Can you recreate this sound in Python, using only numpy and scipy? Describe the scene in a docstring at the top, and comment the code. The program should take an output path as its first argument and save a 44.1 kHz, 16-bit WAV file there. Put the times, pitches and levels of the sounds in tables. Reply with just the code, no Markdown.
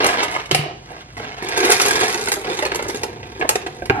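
"""A quiet kitchen with a low hum. Dry pasta slides about in a cardboard box, then pours into a
plastic jar: a dense rush that thins to single clumps. Early on, something hard is set down on the
counter with a double knock; at the end the box thumps and the rest slides back.
Each of these is a crowd of small contacts that crack and set the box, jar or counter ringing.
They are shaped in three bands: body (low), clack (middle) and tick (high)."""
import sys
import numpy as np
from scipy import signal
from scipy.fft import rfft, irfft
from scipy.io import wavfile
from scipy.ndimage import uniform_filter1d

SR = 44100
rng = np.random.default_rng(int(sys.argv[2]) if len(sys.argv) > 2 else 0)


def write(x):
    x = np.atleast_2d(x).T
    wavfile.write(sys.argv[1], SR, np.round(np.clip(x, -1, 1) * 32767).astype(np.int16))


N = 176400


def amp(db):
    """Turn decibels into a gain."""
    return 10 ** (np.asarray(db) / 20)

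def unit(x):
    """Scale a sound so its energy is 1."""
    return x / np.sqrt(np.sum(x ** 2) + 1e-18)

def fade(t, t60):
    """Die away by 60 dB every t60 seconds; the tables call this time ring_s."""
    return np.exp(-np.log(1000) * t / t60)

def on_log_axis(table, hz):
    """Read between a table's rows, giving each octave equal room."""
    points = np.array(table, float)
    return np.interp(np.log(hz + 1), np.log(points[:, 0]), points[:, 1])

def colour(x, table):
    """Turn pitches up or down by a table of pitch_hz, level_db."""
    cepstrum = irfft(np.log(amp(on_log_axis(table, np.linspace(0, SR / 2, 4097)))))
    cepstrum[1:4096] *= 2
    cepstrum[4097:] = 0  # so the filter never sounds ahead of a hit
    return signal.fftconvolve(x, irfft(np.exp(rfft(cepstrum))))[:len(x)]

def split(x, low_hz=1100, high_hz=5000):
    """Cut a sound into body, clack and tick."""
    def cut(sound, hz, kind):
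        return signal.lfilter(*signal.butter(4, hz, kind, fs=SR), sound)
    clack = cut(cut(x, high_hz, "low"), low_hz, "high")
    return [cut(x, low_hz, "low"), clack, cut(x, high_hz, "high")]

# The tone of one dry contact: pitch_hz, level_db
CRACK_TONE = [(60, -47.5), (200, -11.5), (350, -2.5), (1000, 0.5), (2200, -2.5), (3500, -6), (5500, -10),
              (8000, -9.5), (11300, -3.5), (13000, -24), (16000, -81)]
def crack(envelope):
    """Hard things touch with a short burst of noise."""
    return unit(colour(rng.standard_normal(SR // 2)[:len(envelope)] * envelope, CRACK_TONE))

def ring(notes, t, pitch=1, spot_db=3, detune=.028):
    """A struck object rings at its own notes; each spot shifts them and favours different ones."""
    out = 0
    for hz, db, ring_s in notes:
        shift, spot, side = rng.standard_normal(3)
        note = fade(t, ring_s) * np.sin(2 * np.pi * hz * pitch * (1 + detune * shift) * t)
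        out += np.sign(side) * amp(db + spot_db * np.clip(spot, -1, 1)) * unit(note)
    return out

def piece(notes, crack_db, crack_s):
    """One piece lands: a crack, the container's ring and its own short, high ring."""
    t = np.arange(SR // 10) / SR
    own_hz = rng.uniform(2700, 12150, size=4)
    own_ring = sum(unit(fade(t, t60=.012) * np.sin(2 * np.pi * hz * t)) for hz in own_hz)
    hit = amp(crack_db) * crack(fade(t, crack_s)) + ring(notes, t) + amp(-17.5) * own_ring
    return np.array([unit(band) for band in split(hit)])

def stream(table, notes, peak_per_s, scatter_db, crack_db, crack_s, gain_db, kinds=24):
    """Pieces land at random, tumbling in bunches; a stronger flow has more of them."""
    rows, t = np.array(table, float), np.arange(N) / SR
    times = rows[:, 0]
    levels = [amp(np.interp(t, times, rows[:, k + 1]) + gain_db[k]) for k in range(3)]
    gate = np.interp(t, [times[0] - .02, times[0], times[-1], times[-1] + .022], [0, 1, 1, 0])
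    rate = peak_per_s * (levels[1] / levels[1].max()) ** .45
    strength = amp(np.outer(scatter_db, np.clip(rng.standard_normal(N), -2, 2)))
    force = (rng.random(N) < rate / SR) * strength * rng.choice([-1, 1], N)
    power = uniform_filter1d(uniform_filter1d(force ** 2, size=2000), size=2000)
    force *= gate / np.sqrt(power + 1e-5)  # even out the flow so the table shapes its loudness
    bunch_s, bunch_db = .012, (.7, 1, 3)
    bunch = np.clip(rng.standard_normal(N), -1.5, 1.5)[(t / bunch_s).astype(int)]
    force *= amp(np.outer(bunch_db, bunch))
    pieces = [piece(notes, crack_db, crack_s) for _ in range(kinds)]
    which = rng.integers(kinds, size=N)
    out = np.zeros((3, N + SR))
    for at in np.flatnonzero(force[0]):
        sound = pieces[which[at]]
        out[:, at:at + sound.shape[1]] += force[:, at, None] * sound
    return levels * out[:, :N]

def blows(table, notes, crack_db, crack_s, follow, gain_db, length_s=.12, count=9):
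    """Each blow is one contact with a few more close behind; follow sets how strong those are."""
    out, t = np.zeros((3, N + SR)), np.arange(int(length_s * SR)) / SR
    push_s, level_s = .0011, .025  # the force's build-up; the opening stretch that sets the level
    contact = fade(t, crack_s) * (1 - np.exp(-t / push_s))
    for row in table:
        start_s, spread_ms, levels, pitch = row[0], row[1], row[2:5], row[5:]
        late = np.clip(rng.exponential(size=count), 0, 3)
        delays = np.minimum(late * spread_ms * SR / 1000, len(t) - 1).astype(int)
        force = np.zeros(len(t))
        force[0] = 1
        np.add.at(force, delays, follow * rng.standard_normal(count) * np.exp(-late / 2))
        envelope = np.sqrt(np.abs(signal.fftconvolve(force ** 2, contact ** 2)[:len(t)]))
        hit = amp(crack_db) * crack(envelope)
        hit += signal.fftconvolve(unit(force), ring(notes, t, *pitch))[:len(t)]
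        at = int(start_s * SR)
        for k, band in enumerate(split(hit)):
            opening_level = np.sqrt(np.mean(band[:int(level_s * SR)] ** 2))
            out[k, at:at + len(t)] += band * amp(levels[k] + gain_db[k]) / opening_level
    return out[:, :N]

# The notes of the cardboard box: pitch_hz, level_db, ring_s
BOX_NOTES = [(362, -7, 0.01), (486, -6, 0.044), (651, -2.5, 0.055), (724, -0.5, 0.11), (921, -9.5, 0.092),
             (1100, -3, 0.015), (1660, 1.5, 0.028), (2095, 3, 0.019), (2770, 0.5, 0.0037)]
# The flow of pasta in the box: time_s, body_db, clack_db, tick_db
BOX_FLOW = [(0, -14, -16, -39), (0.12, -18.5, -20, -28), (0.15, -22, -24, -43), (0.21, -20.5, -17.5, -38),
            (0.28, -25.5, -31, -47), (0.335, -27.5, -29, -34), (0.4, -27, -28.5, -48),
            (0.45, -44, -41, -49), (0.65, -28, -46, -49), (0.7, -27, -44.5, -76), (0.8, -56, -59, -59),
            (0.88, -41, -44.5, -54), (0.95, -33, -39.5, -58), (1.01, -39.5, -38, -50),
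            (1.04, -52, -51.5, -80), (1.14, -45, -47.5, -51), (1.2, -32.5, -32, -50),
            (1.3, -32, -33.5, -56), (1.4, -35.5, -37.5, -46)]
# Bumps inside the box: start_s, spread_ms, body_db, clack_db, tick_db
BOX_BUMPS = [(.157, 3.4, -36, -44, -50), (.35, 2.38, -24.5, -28, -41), (.362, 5.4, -21, -28.5, -50),
             (.915, 4, -34.5, -47, -49), (1.168, 7, -35, -35.5, -45), (3.412, 2.71, -25.5, -23, -62),
             (3.423, 4.7, -19, -28.5, -66), (3.446, 6.8, -20.5, -42, -65)]
def pasta_in_box():
    """Pasta slides and bumps against the cardboard, which rings briefly."""
    slide = stream(BOX_FLOW, BOX_NOTES, peak_per_s=1500, scatter_db=(5, 5, 4),
                   crack_db=11.5, crack_s=.0041, gain_db=(-4, -3.5, -3))
    bumps = blows(BOX_BUMPS, BOX_NOTES, crack_db=-1.5, crack_s=.015, follow=.91, gain_db=(-2.5, -2, -2))
    return slide + bumps

def noise(tone):
    """Steady noise with the given tone and an average power of 1."""
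    return unit(colour(rng.standard_normal(N + SR), tone)[SR:]) * np.sqrt(N)

# How loud the hands are: time_s, level_db
HAND_LEVELS = [(0, -33), (.45, -67), (1.1, -59), (1.2, -34), (1.45, -81), (1.7, -42), (2.4, -48),
               (2.8, -36.5), (3.3, -40.5), (3.75, -42), (3.83, -36), (4.0, -31)]
# The tone of their rumble: pitch_hz, level_db
HAND_TONE = [(30, -3), (70, -10), (105, 10.5), (160, -15.5), (240, -1), (400, -34)]
def hands_on_box():
    """Handling the box makes a low rumble that swells and sinks."""
    return noise(HAND_TONE) * amp(np.interp(np.arange(N) / SR, *np.array(HAND_LEVELS).T))

# The tone of the room's steady noise: pitch_hz, level_db
ROOM_TONE = [(20, -32), (42, -3), (58, 11.5), (75, 0), (105, 5), (145, 6.5), (200, -7), (400, -18),
             (800, -17), (2000, -21.5), (6000, -25.5), (16000, -48)]
def kitchen_hum(air_db=-38, hum_hz=59, hum_db=-52):
    """An appliance hums over room rumble that is nearly the same in both ears."""
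    air = noise(ROOM_TONE) + .084 * np.array([noise(ROOM_TONE), noise(ROOM_TONE)])
    hum = np.sqrt(2) * np.sin(2 * np.pi * hum_hz * np.arange(N) / SR)
    return amp(air_db) * air + amp(hum_db) * hum

# The notes of the plastic jar: pitch_hz, level_db, ring_s
JAR_NOTES = [(334.6, -5.5, 0.074), (358.3, 1, 0.096), (395.9, 6.5, .08), (431.6, 5, 0.066), (493, 3, 0.064),
             (630, -14, .03), (704, -0.5, 0.13), (753.6, -1.5, 0.093), (915, -0.5, 0.059),
             (1137, -7.5, .04), (1655, -4.5, 0.08), (2102, -5.5, 0.047), (2305, -5.5, .023),
             (2579, -7.5, 0.07), (3806, -9.5, 0.018)]
# Clumps landing: start_s, spread_ms, body_db, clack_db, tick_db, pitch_ratio
JAR_CLUMPS = [(.043, 3.5, -19, -21, -25.5, 1.1), (.063, 6.1, -20, -29, -19.5, 1.09),
              (.229, 8.9, -29, -24, -26.5, 1.3), (.312, 6.1, -52, -33, -38.5, 0.9),
              (.456, 4.7, -60, -38, -46, 1.4), (1.2, 4.2, -30.5, -48, -57, .92),
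              (1.424, 4.4, -27, -43, -39, 1), (1.444, 4, -29.5, -46, -39, 1.06),
              (1.486, 4.6, -47, -37.5, -32, 1), (1.574, 7.5, -28, -27, -24, 1),
              (1.629, 10, -22.5, -23, -43, .98), (1.648, 5, -23.5, -25, -35, 0.84),
              (1.689, 7.7, -15.5, -31, -34, 0.99), (1.701, 7.7, -31, -21.5, -18, 0.92),
              (1.718, 12, -31, -19, -14.5, 1.14), (1.731, 4.9, -37, -30, -29, 0.99),
              (1.798, 2.4, -23.5, -16.5, -28, 1.02), (1.814, 8.7, -27, -22, -19, 1.4),
              (1.853, 5, -26, -21, -37, 1.22), (1.881, 4.6, -26, -31, -21.5, 1.07),
              (1.907, 6.9, -34, -20.5, -24, 0.99), (1.999, 5.8, -35, -27, -26.5, 0.83),
              (2.028, 7.47, -19, -26, -44, 0.98), (2.044, 6.6, -35, -26, -32, 1.2),
              (2.142, 6.6, -25.5, -26.5, -36, 0.95), (2.272, 2.25, -28, -25.5, -39, .98),
              (2.284, 5.6, -30.5, -26.5, -25, 1.08), (2.317, 3.3, -31, -22, -20, 1.05),
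              (2.327, 5.8, -29, -35, -24, 1.21), (2.337, 4.4, -34, -28, -27, 0.97),
              (2.367, 2.9, -26.5, -50, -42, 0.85), (2.445, 2.8, -34, -31, -49, 1.4),
              (2.518, 4, -26.5, -30.5, -48, 1.04), (2.589, 5.3, -27, -25.5, -32, 0.91),
              (2.624, 4.9, -19, -23.5, -33, 1.22), (2.651, 9.9, -24, -24.5, -30.5, 1.1),
              (2.659, 3.9, -30, -29, -52, 1.15), (2.718, 1.8, -25, -23.5, -43, 1),
              (2.746, 3, -28, -30, -31, 1.19), (2.756, 3.9, -26, -34, -27.5, 1.04),
              (2.791, 5.8, -24.5, -29.5, -55, 1.2), (2.823, 6.3, -30, -34, -34, 1.24),
              (2.852, 4.1, -27.5, -52, -55, 0.81), (2.882, 5.6, -27.5, -54.5, -29, 1.1),
              (2.895, 5.2, -25.5, -32.5, -37, 0.96), (2.945, 4.15, -27.5, -34, -37, 1.03),
              (3.033, 3.9, -22, -28, -27.5, 1.22), (3.229, 2.26, -40, -37, -68, 1.2),
              (3.395, 6, -27, -49.5, -43.5, 0.82), (3.49, 2.56, -22.5, -19.5, -14, 1.16),
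              (3.501, 13.3, -26.5, -28, -32, 1.3), (3.555, 3.35, -18.5, -22.5, -28, 1),
              (3.616, 5.8, -42, -39, -53, 1.1), (3.663, 7.74, -27.5, -29, -42, 1.03),
              (3.856, 2.4, -38, -36.5, -39, 1.15)]
# The flow into the jar: time_s, body_db, clack_db, tick_db
JAR_FLOW = [(1.4, -39, -32, -61), (1.52, -28, -25, -37), (1.6, -20.5, -20.5, -24),
            (1.67, -18, -17.5, -18.5), (1.75, -23.5, -17.5, -17), (1.78, -25, -25, -19.5),
            (1.85, -25.5, -20, -17.5), (1.95, -21.5, -21.5, -23.5), (2.02, -19.5, -18.5, -22),
            (2.12, -25, -25.5, -24.5), (2.24, -28.5, -29.5, -26.5), (2.41, -36.5, -39.5, -32.5),
            (2.44, -31.5, -33, -36), (2.48, -21.5, -24.5, -33.5), (2.57, -31, -31.5, -33),
            (2.69, -31, -33.5, -64), (2.96, -32.5, -34, -29), (3.1, -33, -41, -55),
            (3.2, -39.5, -44.5, -55), (3.36, -40, -39, -50.5), (3.62, -35.5, -45.5, -48),
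            (3.78, -38, -45.5, -49), (3.87, -34, -49.5, -65)]
def pasta_into_jar():
    """Pasta falls in clumps and in a rush, setting the plastic ringing."""
    clumps = blows(JAR_CLUMPS, JAR_NOTES, crack_db=8, crack_s=.011, follow=.86, gain_db=(-2.2, -2, -.3))
    pour = stream(JAR_FLOW, JAR_NOTES, peak_per_s=1400, scatter_db=(3, 5, 9),
                  crack_db=7.5, crack_s=.0053, gain_db=(-2.8, -3.2, -5))
    return clumps + pour

# The notes of the counter: pitch_hz, level_db, ring_s
COUNTER_NOTES = [(300, -5, 0.059), (400, 1, 0.23), (514, 10.5, 0.032), (668, 2, 0.087), (747.5, 4, 0.18),
                 (1470, -6, .025), (2080, -5, 0.044), (2850, -10, 0.025)]
# The two knocks: start_s, spread_ms, body_db, clack_db, tick_db
KNOCKS = [(.512, 6, -19, -16, -23.5), (.547, 1.64, -16, -16, -16.5)]
# Their overall tone: pitch_hz, level_db
KNOCK_TONE = [(100, 4.5), (1000, -4), (2000, -4), (2900, 2.5), (4300, 4.5), (6200, -1.5), (11000, -0.5)]
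def counter_knocks():
    """Something hard is set down and strikes the counter twice."""
    bands = blows(KNOCKS, COUNTER_NOTES, crack_db=7.5, crack_s=.0079, follow=.49,
                  gain_db=(-2, -2, -2), length_s=.33)
    return np.array([colour(band, KNOCK_TONE) for band in bands])

# The deep notes of the counter's slab: pitch_hz, level_db, ring_s
SLAB_NOTES = [(126, -6, 0.14), (147, 2, 0.25)]
# When the slab booms: start_s, level_db
SLAB_BOOMS = [(.525, -16.5), (0.559, -28), (.592, -17)]
def counter_booms():
    """The slab rings low just after the knocks."""
    out = np.zeros(N)
    for start_s, level_db in SLAB_BOOMS:
        t = np.maximum(np.arange(N) / SR - start_s, 0)
        for hz, db, ring_s in SLAB_NOTES:
            out += amp(level_db + db) * fade(t, ring_s) * np.sin(2 * np.pi * hz * t)
    return out

# The notes of the box's wall: pitch_hz, level_db, ring_s
WALL_NOTES = [(98, 4, 0.063), (147, -2, 0.068), (288, -6, 0.02), (380, 1, 0.034), (520, -3, 0.043),
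              (707, -4, 0.078), (759, -4.5, .15), (1600, 5.5, 0.019), (2380, 9, 0.0065)]
# The closing thumps: start_s, spread_ms, body_db, clack_db, tick_db
THUMPS = [(3.821, 4, -25.5, -42, -51), (3.898, 1.64, -11.5, -17.5, -48), (3.904, 2.44, -13.5, -35, -60)]
def box_thumps():
    """Blows on the cardboard wall bring out its low, hollow notes."""
    return blows(THUMPS, WALL_NOTES, crack_db=-3.5, crack_s=.014, follow=.21,
                 gain_db=(-1.5, -2, -1), length_s=.2)

# The notes of the box's flap: pitch_hz, level_db, ring_s
FLAP_NOTES = [(370, -2, 0.028), (746, 3, .07), (840, 6, .06), (1400, -1, 0.056), (1620, 7, 0.023),
              (2170, -9, 0.018)]
# The flow back into the box: time_s, body_db, clack_db, tick_db
BACK_FLOW = [(3.92, -22, -44, -68), (3.936, -25, -43, -68), (3.946, -23, -41.5, -71),
             (3.965, -19, -36.5, -65), (4.0, -22.5, -27.5, -60)]
def pasta_slides_back():
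    """The rest of the pasta slides back, ringing the flap with a dull rush."""
    return stream(BACK_FLOW, FLAP_NOTES, peak_per_s=2200, scatter_db=(4, 4, 4),
                  crack_db=-13, crack_s=.0058, gain_db=(-2, -2, -6), kinds=8)

def echoes(x, t60, delay_ms):
    """After a short wait, a sound comes back as a dense, fading cloud of echoes."""
    t = np.arange(int(1.2 * t60 * SR) + 2) / SR
    cloud = unit(rng.standard_normal(N)[:len(t)] * fade(t, t60))
    return signal.fftconvolve(x, np.pad(cloud, (SR * delay_ms // 1000, 0)))[:N]

def kitchen_room(bands, room_db, ring_s=(.82, .51, .21)):
    """Each ear gets the direct sound, quick echoes off counter and cabinets, and the room's tail."""
    direct, ears = bands.sum(axis=0), []
    for ear in range(2):
        # The quick echoes drift as hands, box and heap move.
        drift = 6 * np.cumsum(rng.standard_normal(N)) / np.sqrt(SR)
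        early = sum(echoes(direct * share, .05, delay_ms=1) for share in (np.cos(drift), np.sin(drift)))
        late = sum(amp(db) * echoes(band, t60, delay_ms=10)
                   for band, t60, db in zip(bands, ring_s, room_db))
        ears.append(direct + amp(-4) * early + late)
    return np.array(ears)

def scene():
    """Box and jar close by, the counter knocks a little farther off."""
    pasta = pasta_in_box() + pasta_into_jar() + box_thumps() + pasta_slides_back()
    near = kitchen_room(pasta, room_db=(-10, -8, -12))
    far = kitchen_room(counter_knocks(), room_db=(-5.5, -2, -8))
    return near + far + counter_booms() + hands_on_box() + kitchen_hum()

# The tone of both microphones: pitch_hz, level_db
MIC_TONE = [(25, -23), (60, -6.5), (160, -4), (270, 1), (400, 2), (580, -4), (750, 0), (1150, 0),
            (2000, 0.5), (4000, 0.5), (7000, 1.5), (11500, -5.5), (13000, 5), (15500, -10)]
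# Which side is louder: pitch_hz, left_minus_right_db
MIC_BALANCE = [(60, 0), (130, -.3), (200, -1.5), (380, -1.5), (700, -3.5), (920, -4), (1100, 2), (1400, 0),
               (2200, -4.5), (4400, -1.5), (15000, -.5)]
# How far the right side's wave trails the left: pitch_hz, lag_radians
MIC_LAG = [(20, 0), (780, 0.53), (1380, 4), (2240, 4.5), (3190, 4.5), (4000, 3.5), (5800, 3.5), (15000, 3)]
def record(dry, shared_below_hz=520, top_hz=16300):
    """Two microphones agree in the bass and oppose in the treble; peaks clip and the top is cut."""
    hz = np.linspace(0, SR / 2, N + 1)
    mirrored = np.concatenate([dry, dry[:, ::-1]], axis=1)  # avoids a click at the ends
    left, right = rfft(mirrored) * amp(on_log_axis(MIC_TONE, hz))
    shared = 1 / (1 + (hz / shared_below_hz) ** 4)
    apart = np.sqrt(1 - shared ** 2)
    right = (shared * left + apart * right) / np.sqrt(1 + 2.2 * shared * apart)
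    lean = amp(on_log_axis(MIC_BALANCE, hz) / 2)
    lag = np.exp(-1j * on_log_axis(MIC_LAG, hz))
    stereo = irfft(np.array([left * lean, right / lean * lag]))[:, :N]
    top_cut = signal.ellip(8, .2, 70, top_hz, fs=SR, output="sos")
    return signal.sosfilt(top_cut, np.clip(stereo, -1, 1))


dry = scene()
out = record(dry)
write(out)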